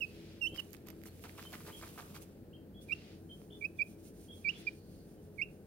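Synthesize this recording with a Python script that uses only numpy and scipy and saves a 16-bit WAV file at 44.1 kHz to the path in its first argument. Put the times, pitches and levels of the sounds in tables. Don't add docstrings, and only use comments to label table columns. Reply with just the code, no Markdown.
import sys
import numpy as np
from scipy import signal
from scipy.fft import rfft, irfft, next_fast_len
from scipy.io import wavfile
from scipy.ndimage import uniform_filter1d, map_coordinates

SR = 44100
rng = np.random.default_rng(int(sys.argv[2]) if len(sys.argv) > 2 else 0)


def materialize(psi):
    bounded = np.clip(np.atleast_2d(psi).T, -1, 1)
    quanta = np.round(bounded * 32767).astype(np.int16)
    wavfile.write(sys.argv[1], SR, quanta)


def voltage_ratio(level):
    return 10 ** (np.asarray(level, float) / 20)


N = 249606
TIME = np.arange(N) / SR


def chick():
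    # start in seconds, length in seconds, peak level in dB.
    peeps = [
        (.003, 0.052, -38),
        (.409, 0.077, -37),
        (0.576, 0.034, -38),
        (2.881, 0.06, -33.5),
        (3.606, 0.064, -33),
        (3.784, 0.052, -31),
        (4.441, 0.073, -31),
        (4.665, 0.03, -34.5),
        (5.376, 0.068, -33),
    ]
    # start to peak in seconds, slow swell in dB, last push in dB, fade after peak in dB.
    breaths = [(0.03, 7.5, -1.5, 5.5), (0.066, 2, -0.5, 8.5), (0.021, 5, 4, 6), (0.047, 15, 3.5, 1.5),
               (0.048, 9.5, 6.5, 14.5), (0.037, 7, 1.5, 11), (0.051, 5, 3.5, 12.5), (0.014, -2, -2, 6),
               (0.047, 8.5, 5, 12.5)]
    # first note in Hz, note at the turn in Hz, start to flick in seconds, last note in Hz.
    tunes = [(2885, 2545, 0.041, 2560), (2830, 2678, .049, 3070), (2950, 2975, 0.017, 2740),
             (2400, 2345, .029, 2777), (2350, 2327, 0.0353, 2590), (2450, 2304, 0.026, 2508),
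             (2370, 2310, 0.036, 2930), (2360, 2417, 0.013, 2345), (2290, 2179, 0.0292, 2790)]
    # left minus right in dB, upper overtones in dB, octave in dB (the hand swallows them).
    postures = [(-16, -12, -22), (-14.5, -5, -18.5), (-14, -10, -38), (-12.5, -8, -25), (-13, -13, -26),
                (-12.5, -13, -27.5), (-13, -17, -21.5), (-12, -15, -22.5), (-11, -13, -23.5)]
    # attack in seconds, last note to end in seconds, slip down at end as share of flick, room in dB.
    manners = [(0.008, 0.0098, 0.43, 2.5), (0.01, 0.0085, 0.43, -0.5), (0.0067, 0.003, 0.1, -7),
               (0.014, 0.0083, 0.44, -5.5), (.011, 0.0112, 0.55, -3), (0.012, 0.011, .4, -3),
               (.011, 0.0109, .5, -4), (0.011, 0.0054, 0.33, -5), (.013, 0.013, 0.78, -1.5)]
    scoops_hz = [61, 79.5, 62.5, 82, 79.5, -1, 221, 80.5, 119.5]
    # multiple of the pitch, level against the octave in dB.
    overtones = [(3, -3), (4, -4), (5, -7)]
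    # time in seconds, level in dB, length in seconds.
    hiccups = [
        (2.923, -60.5, 0.0034),
    ]
    # time in seconds, dip in dB, fade in seconds, rebound in dB.
    catches = [
        (2.893, 12, 0.0018, -4),
        (2.906, 20, 0.0028, 0),
        (3.6225, 12, 0.0037, 6),
        (3.639, 15, 0.0036, 4),
        (5.3905, 9.5, 0.0023, 4.5),
        (5.4135, 17, 0.0039, 8),
    ]

    tables = []
    for peep, breath, tune, pose, way, scoop in zip(peeps, breaths, tunes, postures, manners, scoops_hz):
        tables.append(near_peep(*peep, *breath, *tune, pose[2], *way[:3], scoop))
    (hz, db, octave_db), gate = voice(tables, edge_s=.002)
    pan_db, upper_db, _ = per_peep(peeps, postures)
    room_db = per_peep(peeps, manners)[-1]
    phase = 2 * np.pi * np.cumsum(hz) / SR
    tone = voltage_ratio(db) * np.sin(phase) + voltage_ratio(octave_db) * np.sin(2 * phase)
    for k, rel_db in overtones:
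        tone += voltage_ratio(octave_db + upper_db + rel_db) * np.sin(k * phase)
    for s, half_db, length in hiccups:
        half_pitch = np.sin(phase / 2) + np.sin(3 * phase / 2)
        tone += voltage_ratio(half_db) * np.exp(-((TIME - s) / length) ** 2) * half_pitch
    tone *= np.sqrt(2) * gate * breaks(catches)
    shimmer = map_coordinates(rng.standard_normal(2000), [TIME * 300])
    tone *= voltage_ratio(.55 * shimmer)
    near = panned(pan_db) * voltage_ratio(1.93) * np.array([np.roll(tone, -2), tone])
    escape = voltage_ratio(6 * (hz - 2500) / 400 + room_db)
    return near + voltage_ratio(-22.0) * voltage_ratio([[-1.5], [1.5]]) * room(escape * tone, delay_s=0.011)


def near_peep(s, length, db, peak, swell_db, push_db, fade_db, first_hz, low_hz, turn, last_hz, octave_db,
              attack, perch, slip, scoop_hz):
    onset_db, end_db, release_s, push_s = -36, -28, .0058, .01
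    sag_curve, swell_curve, flick_late = 1.9, 1.3, 1.15
    closed_db, octave_grows = -3.5, .79
    thin_hz, thin_db_per_hz = 2760, .022
    t, end = np.linspace(0, length, num=40), length - release_s
    ramp = lambda a, b: np.clip((t - a) / (b - a), 0, 1)

    flick = np.sin(np.pi / 2 * ramp(turn, length - perch) ** flick_late) ** 2
    flick = flick - slip * ramp(length - perch, length) ** 2 * np.sign(last_hz - low_hz)
    sag = (1 - ramp(0.0057, turn + 0.00092)) ** sag_curve
    hz = low_hz + (first_hz - low_hz) * sag + (last_hz - low_hz) * flick

    under_db = onset_db * (1 - ramp(0, attack)) ** 2
    under_db -= swell_db * (1 - ramp(0, peak)) ** swell_curve
    under_db -= push_db * (1 - ramp(peak - push_s, peak))
    under_db += end_db * ramp(end, length) ** 2
    under_db -= fade_db * ramp(peak, max(end, peak + .001))
    beak_db = closed_db * (1 - ramp(turn - .012, peak)) - thin_db_per_hz * np.maximum(hz - thin_hz, 0)
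    octave_swing_db = octave_grows * np.maximum(under_db, -15)
    return np.transpose([s + t, hz + scoop_hz * (1 - ramp(0, attack)), db + under_db,
                         db + octave_db + beak_db + under_db + octave_swing_db])


def scratching():
    out = toe_drag() + thread_snags() + toe_pops()
    return out + voltage_ratio(-13) * room(out.mean(axis=0), delay_s=.003)


def toe_drag():
    # start in seconds, scuff level in dB, length in seconds, brightness in dB.
    kicks = [(0.539, -59.5, 0.05, -0.5), (.592, -54, 0.011, 1.5), (0.73, -61.5, 0.023, -5),
             (0.765, -53, 0.0039, 1), (0.861, -58.5, 0.053, -5), (1.058, -56, 0.016, -19),
             (1.235, -50, 0.035, -9), (1.28, -65, 0.026, 3), (1.374, -51.5, 0.03, -4.5),
             (1.411, -61.5, 0.042, 1.5), (1.452, -58, 0.013, -5), (1.525, -46.5, 0.03, -6),
             (1.601, -56, 0.019, -9), (1.661, -55.5, 0.019, -1.5), (1.677, -49, 0.033, -11.5),
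             (1.82, -48, 0.033, -9), (1.865, -60.5, 0.033, 1), (1.975, -48.5, 0.038, -7),
             (2.014, -59, 0.013, -10), (2.1, -67, 0.022, -2), (2.141, -53, 0.039, -4)]
    # frequency in Hz, level in dB per Hz.
    scuff = [(240, -54), (400, 0), (1300, 1.5), (1700, -18.5), (2240, -0.5), (3990, -27), (4730, -26),
             (6000, -19), (7800, -45), (13200, -120)]
    fringe = [(3500, 11.6), (8000, 4.0), (12500, 4.0), (16000, 2.27)]  # Hz, dB per Hz
    dull = sum(voltage_ratio(db) * stroke(s, w) for s, db, w, _ in kicks)
    bright = sum(voltage_ratio(db + b_db) * stroke(s, 1.19 * w) for s, db, w, b_db in kicks)
    out = voltage_ratio(-5) * dull * pair(.95, grain_db=2.5)(colour(scuff)) * voltage_ratio([[-1.3], [1.3]])
    return out + bright * pair(.45, grain_db=4.5)(colour(fringe)) * voltage_ratio([[-2.5], [2.5]])


def stroke(s, length):
    land_s = .005
    return np.clip((TIME - s) / land_s, 0, 1) * np.exp(-((TIME - s) / length) ** 4)


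def thread_snags():
    # time in seconds, peak in dB, low part in dB, extra middle in dB.
    snags = [(.5484, -54, -4, -6), (0.5614, -46.5, 8.5, 6), (0.567, -46, -9, 8), (0.5758, -46, 2, 12),
             (.5894, -53, 4, 6), (.594, -47.5, 8.5, -2), (0.602, -48, 6, 9), (.7064, -48, -14, -4),
             (.7316, -36.5, -14, 2.5), (0.7406, -48.5, 5, 4), (0.7483, -51.5, 10, -4),
             (0.871, -43.5, -9, -5), (0.8864, -38.5, -2.5, 3.5), (0.9027, -40, -1, 3), (.907, -48, -2, 0),
             (1.0165, -58, 8, -3), (1.0367, -43.5, -2, 2), (1.057, -52, 1, 0), (1.0848, -51, 3, 0),
             (1.1945, -51, 0, -4), (1.229, -49, -13, -6), (1.2392, -44.5, 6, -3), (1.2432, -50, 0, -3),
             (1.2948, -53, 13, -6), (1.422, -48, -8, 2), (1.4266, -44, 4, 3), (1.5225, -47, 0, 5),
             (1.5333, -55, -5, 4), (1.543, -47, 10, -2), (1.554, -50, 13, 0), (1.5667, -58, -1, 0),
             (1.6634, -49, -8, 0), (1.697, -50, -5, 4), (1.78, -52, -6, -2), (1.8144, -50, 0, 11),
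             (1.8804, -51, -1, 4), (1.9895, -50, -1, -3), (1.999, -48, -3, 5), (2.0213, -50, -6, -9),
             (2.1504, -54, 0, 2), (2.1558, -50, -8, 5), (2.1636, -47, -5, 9), (2.2193, -47, -8, -4),
             (2.2244, -45, -15, -8), (2.821, -62, -13, 0), (3.4175, -64, 12, -2)]
    # ring in Hz, decay time in seconds.
    thread = [(12200, 0.00047), (4850, 0.00039), (2050, 0.00029)]
    usual_db, rise_s = -51.5, .000079
    crack_db, crack_hz, crack_s = -3.5, 6600, .00029
    out, t = np.zeros((2, N)), np.arange(300) / SR
    crack = np.cos(2 * np.pi * crack_hz * t) * np.exp(-t / crack_s)
    phases = rng.uniform(0, 2 * np.pi, (len(snags), 3, 2, 1))
    for (s, db, low_db, extra_db), turns in zip(snags, phases):
        mid_db = -3 - .4 * (db - usual_db)
        pan_db = min(0, -19 - .39 * (db - usual_db))
        sizes_db = (db - 1, db + mid_db + extra_db, db + low_db + 3)
        snap = voltage_ratio(db + crack_db) * crack
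        for (hz, life), size_db, turn in zip(thread, sizes_db, turns):
            ring = np.sin(2 * np.pi * hz * t + turn * [[.5], [.2]])
            snap = snap + voltage_ratio(size_db) * ring * np.exp(-t / life)
        snap = panned(pan_db)[:, None] * snap * 1.4 * (1 - np.exp(-t / rise_s))
        out[:, round(s * SR):][:, :300] += snap
    return out


def toe_pops():
    # time in seconds, peak in dB, pitch in Hz.
    taps = [(0.885, -49, 1610), (0.903, -48, 1760), (1.0372, -51, 1790), (1.0571, -46.5, 1720),
            (1.2399, -47, 1780), (1.2432, -46, 1400), (1.2495, -43, 1530), (1.2548, -44.0, 1515),
            (1.258, -48.0, 1420), (1.2955, -48.0, 2000), (1.3844, -54, 1370), (1.391, -42.5, 1240),
            (1.3945, -38, 1680), (1.3988, -47.0, 1790), (1.4052, -50.0, 1400), (1.4274, -53, 1580),
            (1.453, -42, 1140), (1.5333, -42, 1630), (1.5378, -35, 1740), (1.5413, -42, 1530),
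            (1.546, -47, 1470), (1.549, -49.5, 1200), (1.5538, -40.0, 1390), (1.5584, -49, 1570),
            (1.6063, -45, 1290), (1.6142, -46, 1280), (1.6525, -49, 1440), (1.6677, -43, 1410),
            (1.6725, -46, 1350), (1.6773, -49, 1690), (1.6876, -43.5, 1880), (1.6915, -46, 1320),
            (1.6938, -45.5, 1270), (1.6992, -41, 1510), (1.702, -44, 1180), (1.814, -45, 1390),
            (1.8272, -40, 1290), (1.8333, -45, 1334), (1.8374, -37.5, 1420), (1.8412, -51.0, 1540),
            (1.846, -46.5, 1580), (1.8669, -50.5, 1890), (1.8753, -43, 1360), (1.978, -40, 1280),
            (1.9818, -42, 1450), (1.986, -50, 1270), (1.988, -43.5, 1180), (1.991, -41, 1540),
            (1.9941, -42.5, 1380), (1.9989, -36.5, 1340), (2.0013, -43, 1290), (2.007, -44, 1270),
            (2.026, -48, 1710), (2.1556, -43.0, 1450), (2.1607, -51, 1690), (2.1665, -41, 1410)]
    # time in seconds, peak in dB, pitch in Hz.
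    soft_taps = [
        (.8555, -60, 1800),
        (0.9298, -54, 1200),
        (1.353, -52, 1100),
        (1.7965, -51, 1140),
        (1.9615, -50, 1030),
        (2.1025, -51, 1200),
        (2.2955, -62, 1210),
        (3.4175, -52.5, 1000),
    ]
    half_s, level_db = .00056, -2
    rows = list(taps) + list(soft_taps)
    out, t = np.zeros((2, N)), np.arange(300) / SR
    t = t - t.mean()
    for (s, db, hz), turn in zip(rows, rng.uniform(0, 2 * np.pi, len(rows))):
        pop = np.sin(2 * np.pi * hz * t + turn) * np.exp(-(t / half_s) ** 2)
        out[:, round(s * SR) - 150:][:, :300] += voltage_ratio(db + level_db) * voltage_ratio([[-1.1], [1.1]]) * pop
    return out


def rubbing():
    # time in seconds, level in dB.
    struggle = [(0, -75.5), (.34, -90.5), (.6, -75.5), (.85, -87.5), (1.2, -77.5), (1.5, -71), (1.9, -71),
                (2.15, -74.5), (2.3, -85), (2.55, -101)]
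    wriggle = voltage_ratio(np.interp(TIME, *np.transpose(struggle)))
    return down(wriggle) + fingertips() + cupped_hand() + palm(wriggle)


def down(wriggle):
    # time in seconds, level in dB, sizzle in dB.
    shakes = [(.49, -75, -16), (0.739, -74, 2), (.895, -89, 7), (1.07, -67.5, 5), (1.23, -72, -8),
              (1.39, -91, 4), (1.68, -76.5, -1), (1.791, -70, -10), (2.019, -89, 1), (2.169, -77, -19),
              (2.227, -67.5, -2)]
    # frequency in Hz, level in dB per Hz.
    rustle_hz_db = [(3000, -9), (4600, -10.5), (6250, -6.5), (8000, -5.5), (8500, -5), (9600, -2.5),
                    (11500, -7.5), (16000, -38)]
    # frequency in Hz, level in dB per Hz.
    sizzle_hz_db = [(5000, -32), (9000, -23), (11000, -9), (12500, 3), (14000, -1.5), (16000, -1)]
    shake_s = .015
    rustle = wriggle + swells([(s, db, shake_s) for s, db, _ in shakes])
    sizzle = voltage_ratio(5) * wriggle + swells([(s, db + rel_db, shake_s) for s, db, rel_db in shakes])
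    out = rustle * voltage_ratio(8.0) * pair(.4, grain_db=3.2)(colour(rustle_hz_db)) * voltage_ratio([[-2.5], [2.5]])
    return out + sizzle * voltage_ratio(3.5) * pair(.1, grain_db=2.5)(colour(sizzle_hz_db)) * voltage_ratio([[.3], [-.3]])


def fingertips():
    # middle in seconds, level in dB, half length in seconds.
    strokes = [(2.83, -71, 0.023), (2.9, -80, 0.052), (3.2, -87, 0.085), (3.39, -77, 0.086),
               (3.62, -78.5, 0.088), (3.8, -77, .04), (3.9, -72.5, 0.048), (4, -76.5, .02),
               (4.068, -67.5, 0.037), (4.16, -78, 0.027), (4.23, -70.5, 0.05), (4.38, -72, 0.063),
               (4.6, -68, 0.026), (4.76, -76.5, 0.042), (4.94, -78.5, 0.087), (5.11, -80, 0.052),
               (5.25, -83, 0.041), (5.4, -82, .05), (5.53, -84, 0.044)]
    # frequency in Hz, level in dB per Hz.
    swish = [(3000, -10), (4700, -9), (6250, -6), (7900, -11), (8800, -1.5), (9800, -2.5), (10800, -8.5),
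             (11400, -8.5), (13000, -11.5), (16000, -10)]
    land_s, rest_db = 2.815, -86
    level = voltage_ratio(rest_db) * (TIME > land_s) + swells(strokes, power=2.5)
    return level * voltage_ratio(5.0) * pair(.4, grain_db=1.3)(colour(swish)) * voltage_ratio([[-2.4], [2.4]])


def cupped_hand():
    # middle in seconds, level in dB, half length in seconds.
    presses = [
        (.09, -71, .05),
        (4.78, -78, 0.074),
        (4.96, -75.5, 0.15),
    ]
    # frequency in Hz, level in dB per Hz.
    cup = [(3900, -13), (4300, -2), (4550, -2), (4800, -4), (5300, -15)]
    return swells(presses) * pair(.3, grain_db=1.2)(colour(cup))


def palm(wriggle):
    # middle in seconds, level in dB, half length in seconds.
    slides = [
        (.26, -77, 0.15),
        (3.03, -76, 0.14),
        (4.59, -73.5, 0.14),
    ]
    # frequency in Hz, level in dB per Hz.
    palm_hz_db = [(800, -16), (1500, -9), (2500, -2.5), (3500, -5), (5000, -6.5), (6500, -14.5),
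                  (9000, -19.5)]
    rest_db, drag_db = -93, -8
    level = voltage_ratio(rest_db) + voltage_ratio(drag_db) * wriggle + swells(slides, power=4)
    return level * voltage_ratio(11.5) * pair(.2, grain_db=1.2)(colour(palm_hz_db))


def knock():
    # time in seconds, peak in dB, pitch in Hz.
    bumps = [
        (0.522, -40, 90),
        (.5285, -41, 110),
        (.534, -36.5, 141),
        (.5385, -36.5, 108),
    ]
    out = np.zeros(N)
    for k, (s, db, hz) in enumerate(bumps):
        t = TIME - s
        out += voltage_ratio(db) * (-1) ** k * np.exp(-(t / 0.0007) ** 2) * np.cos(2 * np.pi * hz * t)
    return out


def other_chicks():
    # start in seconds, length in seconds, middle dB, middle pitch in Hz, end minus start in dB.
    peeps = [(0.517, 0.039, -58, 3120, 0), (1.068, 0.02, -66, 4260, 0), (1.442, 0.043, -56, 3063, 9),
             (1.721, .07, -59.5, 3253, -11), (2.529, 0.045, -61.5, 3140, -6), (2.74, 0.047, -65.5, 3310, 6),
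             (3.292, 0.036, -56.5, 3128, 0), (3.504, 0.042, -59.5, 3465, -12),
             (3.775, 0.03, -67.5, 3405, 7), (4.281, 0.045, -57.5, 3254, 3.5),
             (4.528, 0.083, -63.5, 3390, -11), (5.178, 0.015, -74, 3010, -2)]
    # room share in dB, push in dB.
    manners = [(-1, -1), (-1, 0), (-14, 4), (-4, -3), (-5.5, -2), (1, 0), (-7, 7), (-0.5, 8), (-15, -3),
               (-4.5, 5), (-1, -3), (-5, -5)]
    scoops = [.97, 1.01, .98, .89, .86, .93, .98, .85, 1.01, .94, .81, .99]
    flicks = [0.89, 2.6, 1.04, 1.02, 0.87, 1.03, 1.1, 0.86, .9, 1.09, 1.04, 1.03]
    # time in seconds, dip in dB, fade in seconds, rebound in dB.
    catches = [
        (1.762, 9.4, 0.0047, 0),
        (3.527, 56, 0.0086, 1.3),
        (4.551, 6.3, 0.0027, 0),
    ]
    tables = []
    for peep, scoop, manner, flick in zip(peeps, scoops, manners, flicks):
        tables.append(far_peep(*peep, scoop, manner[1], flick))
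    (hz, db), gate = voice(tables, edge_s=0.0019)
    tone = np.sqrt(2) * gate * breaks(catches) * voltage_ratio(db) * np.sin(2 * np.pi * np.cumsum(hz) / SR)
    share = voltage_ratio(per_peep(peeps, manners)[0])
    return voltage_ratio(-2.0) * voltage_ratio([[-1.1], [1.1]]) * tone + room(share * tone, delay_s=0.012)


def far_peep(s, length, db, hz, lean_db, scoop, push_db, flick):
    shared_tune = [(.22, 1.022), (.62, 1), (.82, 1.02)]
    edge_s, onset_db, end_db = .009, -9, -12
    push_at, push_wide = .67, .13
    share, ratio = np.transpose([(0.0033, scoop)] + list(shared_tune) + [(0.89, flick)])
    u = np.linspace(0, 1, num=30)
    edge_db = onset_db * np.clip(1 - u * length / edge_s, 0, 1)
    edge_db += end_db * np.clip(1 - (1 - u) * length / edge_s, 0, 1)
    effort_db = lean_db * (u - .5) + push_db * np.exp(-((u - push_at) / push_wide) ** 2)
    return np.transpose([s + u * length, hz * np.interp(u, share, ratio), db + edge_db + effort_db])


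def appliance():
    motor_hz, motor_db, wander_rad = 89.6, -64.5, .68
    drift = wander_rad * map_coordinates(rng.standard_normal(40), [TIME * 5])
    phase = 2 * np.pi * motor_hz * TIME + np.array([[.14], [-.14]]) + drift
    return np.sqrt(2) * voltage_ratio(motor_db) * np.sin(phase)


def rumble():
    # frequency in Hz, level in dB per Hz.
    spectrum = [(12, -42), (20, -27), (38, -10), (81, -8.5), (208, -0.5), (256, -5), (327, -5), (357, -7),
                (425, -9.5), (456, -7.5), (800, -23), (1000, -32), (1300, -41), (1690, -55), (2860, -120)]
    # centre in Hz, width in Hz, lift in dB.
    peaks = [(54.8, 8.2, 9.5), (90, 7.6, 11), (154, 9.2, 4.5), (188, 25, 2), (329.3, 10.3, 10),
             (417.4, 7.3, 13)]
    # frequency in Hz, left-right likeness.
    alike = [(25, .88), (80, .96), (250, .93), (400, .97), (600, .9), (1200, .6)]
    # frequency in Hz, left minus right in dB.
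    side_db = [(60, -0.5), (200, 0.5), (350, 3.5), (700, -1.5)]
    # frequency in Hz, left lead in radians.
    lead_rad = [(90, 0), (300, .52), (600, .56), (900, .8)]

    def mid_side(hz):
        lift = voltage_ratio(sum(db / (1 + (2 * (hz - c) / w) ** 2) for c, w, db in peaks))
        turn = np.arccos(np.clip(along(alike, hz), -1, 1)) / 2
        return colour(spectrum)(hz) * lift * [np.cos(turn), np.sin(turn)]

    def ports(hz):
        lean = voltage_ratio(along(side_db, hz) * [[.5], [-.5]])
        return lean * np.exp(.5j * along(lead_rad, hz) * np.array([[1], [-1]]))

    mid, side = filtered(rng.standard_normal((2, N)), mid_side)
    return voltage_ratio(-53.42) * unit(filtered(np.array([mid + side, mid - side]), ports))


def port_hiss():
    # frequency in Hz, level in dB per Hz.
    hiss = [(530, -26), (900, -6.5), (1460, -1.5), (1570, -0.5), (1850, -4.5), (2250, -12), (2450, -30),
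            (2930, -17), (3150, -35), (4570, -13.5), (4980, -19.5), (14900, -8.5), (16000, -4.5)]
    return voltage_ratio(-70.5) * pair(0.)(colour(hiss))


def room(x, delay_s):
    # frequency in Hz, t60 in seconds.
    t60 = [(500, 0.88), (3000, 0.23), (10000, 0.006)]
    flicker_rate, flicker_db = 150, 2.2
    out, step = np.zeros((2, N + SR)), SR // 3
    for i in range(0, N, step):
        hz, t, z = signal.stft(rng.standard_normal((2, step)), SR, nperseg=256)
        decay = voltage_ratio(-60 * t / along(t60, hz)[:, None])
        tail = signal.istft(z * decay, SR, nperseg=256)[1][:, :step]
        wet = signal.fftconvolve(x[None, i:i + step], tail / np.linalg.norm(tail[0]), axes=1)
        out[:, i + int(delay_s * SR):][:, :wet.shape[1]] += wet
    knots = rng.standard_normal((2, 1400))
    flicker = np.array([map_coordinates(k, [TIME * flicker_rate]) for k in knots])
    return out[:, :N] * voltage_ratio(flicker_db * flicker - .6)


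def voice(tables, edge_s):
    s, *cols = np.concatenate(tables).T
    gate = sum((TIME >= rows[0][0]) & (TIME < rows[-1][0]) for rows in tables) > 0
    soft = lambda v: uniform_filter1d(v, size=max(1, int(edge_s * SR)))
    return [soft(np.interp(TIME, s, c)) for c in cols], soft(soft(gate * 1.))


def per_peep(rows, values):
    which = np.searchsorted([row[0] for row in rows], TIME + .02) - 1
    return np.array(values)[np.clip(which, 0, None)].T


def breaks(rows):
    snap_back_s, rebound_s = .0016, .0043
    db = np.zeros(N)
    for s, dip_db, fade, rebound_db in rows:
        t = TIME - s
        db -= dip_db * np.exp(-(t / np.where(t < 0, fade, snap_back_s)) ** 2)
        db += rebound_db * (t > 0) * np.exp(-(t / rebound_s) ** 2)
    return voltage_ratio(uniform_filter1d(db, size=44))


def swells(rows, power=2):
    return sum(voltage_ratio(db) * np.exp(-np.abs((TIME - s) / w) ** power) for s, db, w in rows)


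def pair(alike, grain_db=0.):
    a, b, c = rng.standard_normal((3, N))
    turn = np.arccos(np.clip(alike, -1, 1)) / 2
    clumps = voltage_ratio(grain_db * unit(uniform_filter1d(c, size=30)))
    mid, side = clumps * np.cos(turn) * a, clumps * np.sin(turn) * b
    return lambda gain: unit(filtered(np.array([mid + side, mid - side]), gain))


def panned(db):
    left = 2 / (1 + voltage_ratio(-db))
    return np.array([left, 2 - left])


def filtered(x, response):
    m = next_fast_len(N + SR // 2)
    return irfft(rfft(x, m) * response(np.fft.rfftfreq(m, 1 / SR)), m)[..., :N]


def colour(points):
    return lambda hz: voltage_ratio(along(points, hz)) * (hz > .7 * points[0][0]) * (hz < 1.3 * points[-1][0])


def along(points, hz):
    f, v = np.transpose(points)
    return np.interp(np.log(hz + 1), np.log(f + 1), v)


def unit(x):
    return x / np.sqrt(np.mean(x ** 2) + 1e-20)


def scene():
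    left, right = scratching() + rubbing()
    towel = np.array([np.roll(left, -3), right])
    return chick() + towel + knock() + other_chicks() + appliance() + rumble()


def roll_off(x):
    return signal.sosfilt(signal.butter(12, 16320, fs=SR, output="sos"), x)


def record(dry):
    top_hz = 15830
    mix = filtered(dry + port_hiss(), lambda hz: hz < top_hz)
    return roll_off(mix)


dry = scene()
out = record(dry)
materialize(out)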